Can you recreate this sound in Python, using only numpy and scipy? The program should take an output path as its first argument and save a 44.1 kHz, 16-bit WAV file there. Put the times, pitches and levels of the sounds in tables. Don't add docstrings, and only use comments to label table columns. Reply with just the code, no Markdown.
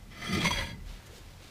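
import sys
import numpy as np
from scipy import signal
from scipy.fft import rfft, irfft, next_fast_len
from scipy.io import wavfile
from scipy.ndimage import map_coordinates

SR = 44100
rng = np.random.default_rng(int(sys.argv[2]) if len(sys.argv) > 2 else 0)


def dump_mix(stems):
    frames = np.atleast_2d(stems).T
    limited = np.clip(frames, -1, 1)
    pcm = np.round(limited * 32767).astype(np.int16)
    wavfile.write(sys.argv[1], SR, pcm)


N = 66150

# frequency_hz, relative_density_db
AIR_SPECTRUM = [(30, -6.5), (100, 5.5), (180, 3.5), (300, -4), (700, -7), (2000, -14), (5000, -16.5),
                (10000, -23), (15000, -25.5)]
JOSTLE_SPECTRUM = [(15, -28), (28, -19), (39, 4.5), (55, -16), (78, -6), (120, -14), (250, -40), (800, -66)]
SCUFF_SPECTRUM = [(80, -28), (180, -19), (320, 6.5), (480, 3.5), (750, -10), (2000, -15), (8000, -38)]
RUSTLE_SPECTRUM = [(200, 9.5), (600, -2.5), (1500, -2.5), (3600, 1.5), (6500, -6.5), (10000, -13.5),
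                   (15000, -19)]
BRUSH_SPECTRUM = [(200, -5), (700, -4.5), (1400, -2), (2200, -6), (5000, -15), (15000, -26)]
SWISH_SPECTRUM = [(1000, -11), (4500, -1.5), (6700, -0.5), (9000, -6.5), (15000, -12)]
HUB_SPECTRUM = [(30, -48), (70, -5.5), (98, -3), (150, -3.5), (200, 0.5), (260, -12), (400, -14),
                (700, -40), (2000, -65)]
SCRATCH_SPECTRUM = [(150, 3.5), (400, -1.5), (800, -4), (1400, -12.5), (2300, 2), (2900, -6), (3800, -4.5),
                    (6000, -17.5), (7600, -18), (9700, -24.5), (15000, -68)]

# peak_s, level_db, rise_s, fall_s
GRIP_SCUFFS = [(1.1, -54, 0.0074, 0.015), (1.18, -58.5, 0.015, 0.03), (1.415, -59, 0.0086, 0.037)]
CLOTH_RUSTLES = [(.895, -52.5, 0.028, 0.076), (1.175, -54.5, 0.032, 0.016), (1.184, -51, .003, .004),
                 (1.27, -58, 0.17, 0.1), (1.455, -53, 0.045, 0.055)]
DULL_BRUSHES = [(1.02, -58, 0.064, 0.13)]
BRIGHT_SWISHES = [(1.068, -55, 0.0061, 0.0096), (1.17, -58.5, 0.043, 0.026)]

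# time_s, level_db
JOSTLE_ENVELOPE = [(0, -49), (.05, -51), (.12, -54), (.4, -58), (.5, -37), (.6, -35.5), (.66, -41.5),
                   (.73, -46.5), (.82, -41.5), (1.1, -53), (1.38, -48.5), (1.5, -60.5)]
HUB_ENVELOPE = [(0, -69), (.11, -53), (.22, -49), (.3, -37.5), (.345, -31.5), (.385, -26.5), (.42, -35),
                (.465, -33.5), (.52, -46), (.65, -45.5), (.77, -46), (.87, -66.5), (1.1, -74)]
RUB_ENVELOPE = [(.095, -66), (.116, -50.5), (.18, -47), (.226, -41), (.28, -36.5), (.298, -39), (.335, -32),
                (.395, -39.5), (.428, -33.5), (.445, -31), (.474, -31.5), (.501, -41.5), (.511, -34),
                (.53, -38), (.59, -32), (.63, -39), (.66, -42), (.705, -45.5), (.727, -52.5), (.76, -66)]

# time_s, gain_db
SCRATCH_COUPLING = [(.12, -6), (.335, -8.5), (.38, 0), (.46, -1.5), (.6, -9), (.72, -6)]
DISC_COUPLING = [(.12, -16.5), (.2, -13), (.28, -12.5), (.35, -11), (.41, -9.5), (.46, -10), (.52, -6.5),
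                 (.59, -16), (.66, -9.5), (.72, -22)]

# pitch_hz, bandwidth_hz, relative_gain_db
LIGHT_RUB_MODES = [(340, 11, -4), (686, 28, 0.5), (1229, 15.4, 7.5), (1342, 54, -3), (1680, 73, -5.5),
                   (1790, 55, -2.5), (2034, 40, 5.5), (2393, 14, 4), (3100, 75, -4), (5330, 52, -3)]
CAUGHT_MODES = [(584, 32, 0.5), (932, 33, 0), (1033, 150, -1.5), (2129, 29, 6.5), (2250, 83, -8),
                (3950, 39, 0.5)]
DRAG_MODES = [(549, 49, -1.5), (923, 24, 3.5), (1037, 40, -1.5), (1297, 110, -9), (1650, 89, -0.5),
              (1985, 61, 5), (2170, 260, -2.5), (2420, 32, -15), (2830, 100, -7.5), (4060, 69, -5.5),
              (4663, 38, 2)]

# start_s, level_db, decay_s, pitch_hz
HARD_BITES = [(.4465, -23, .009, 1020), (.4535, -26, .007, 2150), (.4690, -24, .007, 2150),
              (.5060, -24, .009, 990)]
# pitch_hz, gain_db
DISC_MODES = [(2024, -7), (2398, -7.5), (3278, -5), (3448, -8), (4135, -11), (4285, -13), (4640, -4),
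              (5812, -15), (6054, -5), (6495, -22), (7468, -19), (7735, -21), (8280, -19.5), (8586, -17.5),
              (8940, -22), (10400, -13.5), (10725, -21), (11050, -26), (11900, -19.5), (12680, -29),
              (13450, -18.5), (15060, -28)]
# peak_s, level_db
MODE_FLARES = [(.128, -56), (.28, -45), (.412, -36.5), (0.476, -45), (0.521, -32.5), (0.583, -39),
               (.655, -45), (.705, -53.5)]
# start_s, level_db
LAST_TOUCHES = [(.743, -48), (.801, -56.5)]

GRAINS_PER_S, GRAIN_SPREAD_DB = 4500, 3.5
CHATTER_DB, CHATTER_PER_S = 1.4, 190
CATCH_S, DRAG_S, SHIFT_S = .43, .526, .014
SING_DB, SING_WAVER_DB, SING_WAVER_PER_S = 1.5, 1, 36
DISC_BANDWIDTH_HZ, BANDWIDTH_HZ_PER_KHZ, DRAG_RISE_HZ = 23.7, 1, 18.46
BITE_ATTACK_S, BITE_BANDWIDTH_HZ, BITE_SCRATCH_DB, BITE_DISC_DB = .0015, 49, -6, -12
CONTACT_CUTOFF_HZ, BAND_LIMIT_HZ = 7400, 15330
TIME_S = np.arange(N) / SR


def amp(db):
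    return 10 ** (np.asarray(db) / 20)


def unit_rms(x):
    return x / np.sqrt(np.mean(x ** 2) + 1e-20)


def envelope(points):
    return amp(np.interp(TIME_S, *np.transpose(points)))


def swells(rows):
    power = np.zeros(N)
    for peak_s, level_db, rise_s, fall_s in rows:
        width_s = np.where(TIME_S < peak_s, rise_s, fall_s)
        power += amp(level_db) ** 2 * np.exp(-((TIME_S - peak_s) / width_s) ** 2)
    return np.sqrt(power)


def wobble(knots_per_s):
    return map_coordinates(rng.standard_normal(4096), [TIME_S * knots_per_s], mode="wrap")


def filtered(x, response):
    size = next_fast_len(N + SR // 2)
    return irfft(rfft(x, size) * response(np.fft.rfftfreq(size, 1 / SR)), size)[:N]


def coloured(x, spectrum):
    hz, db = np.transpose(spectrum)
    return filtered(x, lambda f: unit_rms(amp(np.interp(np.log(f + 1), np.log(hz), db))))


def noise(spectrum):
    return unit_rms(coloured(rng.standard_normal(N), spectrum))


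def resonate(x, modes):
    def response(f):
        total = sum((-1) ** k * amp(db) * 1j * f * width / (hz * hz - f * f + 1j * f * width)
                    for k, (hz, width, db) in enumerate(modes))
        return total / np.sqrt(np.mean(np.abs(total) ** 2))
    return filtered(x, response)


def tap(start_s, level_db, pitch_hz, t60_s, attack_s=.0013):
    age_s = np.maximum(TIME_S - start_s, 0)
    fade = np.exp(-np.log(1000) * age_s / t60_s) * (1 - np.exp(-age_s / attack_s))
    return amp(level_db) * fade * np.sin(2 * np.pi * pitch_hz * age_s)


def workshop_air(level_db=-56):
    return amp(level_db) * noise(AIR_SPECTRUM)


def reverberation(x, gain_db=-13.5, t60_s=.2):
    delay_s = np.arange(SR // 2) / SR
    tail = rng.standard_normal(len(delay_s)) * np.exp(-np.log(1000) * delay_s / t60_s)
    return amp(gain_db) * signal.fftconvolve(x, tail / np.linalg.norm(tail))[:N]


def camera_handling():
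    jostle = envelope(JOSTLE_ENVELOPE) * noise(JOSTLE_SPECTRUM)
    scuffs = swells(GRIP_SCUFFS) * noise(SCUFF_SPECTRUM)
    knock = tap(start_s=1.13, level_db=-43.5, pitch_hz=483, t60_s=.057)
    return jostle + scuffs + knock


def clothes(roughness_db=1.5):
    roughness = amp(roughness_db * wobble(knots_per_s=300))
    rustles = swells(CLOTH_RUSTLES) * unit_rms(noise(RUSTLE_SPECTRUM) * roughness)
    brushes = swells(DULL_BRUSHES) * noise(BRUSH_SPECTRUM)
    swishes = swells(BRIGHT_SWISHES) * noise(SWISH_SPECTRUM)
    return rustles + brushes + swishes


def hub_rumble():
    return envelope(HUB_ENVELOPE) * noise(HUB_SPECTRUM)


def friction_grains():
    slips = rng.random(N) < GRAINS_PER_S / SR
    signs = np.sign(rng.standard_normal(N))
    sizes = amp(GRAIN_SPREAD_DB * rng.standard_normal(N))
    return unit_rms(slips * signs * sizes)


def bites():
    clanks, bursts = np.zeros(N), np.zeros(N)
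    for start_s, level_db, decay_s, pitch_hz in HARD_BITES:
        age_s = np.maximum(TIME_S - start_s, 0)
        fade = (1 - np.exp(-age_s / BITE_ATTACK_S)) * np.exp(-age_s / decay_s)
        burst = amp(level_db) * fade * friction_grains()
        clanks += resonate(burst, [(pitch_hz, BITE_BANDWIDTH_HZ, 0)])
        bursts += burst
    return clanks, bursts


def touching_parts(force, clanks, caught, dragging):
    light = resonate(force * (1 - caught) * friction_grains(), LIGHT_RUB_MODES)
    catch = resonate(force * caught * (1 - dragging) * friction_grains(), CAUGHT_MODES)
    drag = resonate(force * dragging * friction_grains(), DRAG_MODES)
    parts = amp(-3.5) * light + amp(-5.5) * catch + amp(-1.5) * drag
    return filtered(parts + clanks, lambda hz: 1 / (1 + (hz / CONTACT_CUTOFF_HZ) ** 4))


def dry_scratch(force, bursts):
    rubbing = envelope(SCRATCH_COUPLING) * force * friction_grains()
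    return coloured(rubbing + amp(BITE_SCRATCH_DB) * bursts, SCRATCH_SPECTRUM)


def last_touches():
    return sum(tap(start_s, level_db, DISC_MODES[0][0], t60_s=.07) for start_s, level_db in LAST_TOUCHES)


def disc_flares(extra_cycles, rise_s=.01, fall_s=.014, roughness_db=2.5):
    flares = swells([(peak_s, level_db, rise_s, fall_s) for peak_s, level_db in MODE_FLARES])
    roughness = unit_rms(amp(roughness_db * wobble(CHATTER_PER_S)))
    phase = 2 * np.pi * (DISC_MODES[2][0] * TIME_S + extra_cycles) + .5 * wobble(SING_WAVER_PER_S)
    return flares * roughness * np.sqrt(2) * np.sin(phase)


def disc_vibration(force, bursts, dragging):
    drive = envelope(DISC_COUPLING) * force
    friction = drive * friction_grains() + amp(BITE_DISC_DB) * bursts
    extra_cycles = np.cumsum(DRAG_RISE_HZ * dragging) / SR
    vibration = np.zeros(N)
    for pitch_hz, gain_db in DISC_MODES:
        carrier = np.exp(2j * np.pi * (pitch_hz * TIME_S + extra_cycles))
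        bandwidth_hz = DISC_BANDWIDTH_HZ + BANDWIDTH_HZ_PER_KHZ * pitch_hz / 1000
        pole = np.exp(-np.pi * bandwidth_hz / SR)
        ringing = signal.lfilter([np.sqrt(1 - pole ** 2)], [1, -pole], friction / carrier)
        singing = signal.lfilter([1 - pole], [1, -pole], drive)
        singing *= amp(SING_DB + SING_WAVER_DB * wobble(SING_WAVER_PER_S))
        phase_waver = np.exp(2j * wobble(SING_WAVER_PER_S))
        vibration += amp(gain_db) * np.real((ringing + singing * phase_waver) * carrier)
    return vibration + disc_flares(extra_cycles)


def brake_scrape():
    force = envelope(RUB_ENVELOPE) * unit_rms(amp(CHATTER_DB * wobble(CHATTER_PER_S)))
    caught = np.clip((TIME_S - CATCH_S) / SHIFT_S + .5, 0, 1)
    dragging = np.clip((TIME_S - DRAG_S) / SHIFT_S + .5, 0, 1)
    clanks, bursts = bites()
    parts = touching_parts(force, clanks, caught, dragging)
    return parts + dry_scratch(force, bursts) + disc_vibration(force, bursts, dragging)


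def scene():
    brake = brake_scrape() + last_touches()
    background = workshop_air() + camera_handling() + clothes() + hub_rumble()
    return (background + reverberation(brake) + brake)[None]


def record(dry):
    return filtered(dry[0], lambda hz: hz < BAND_LIMIT_HZ)[None]


dry = scene()
out = record(dry)
dump_mix(out)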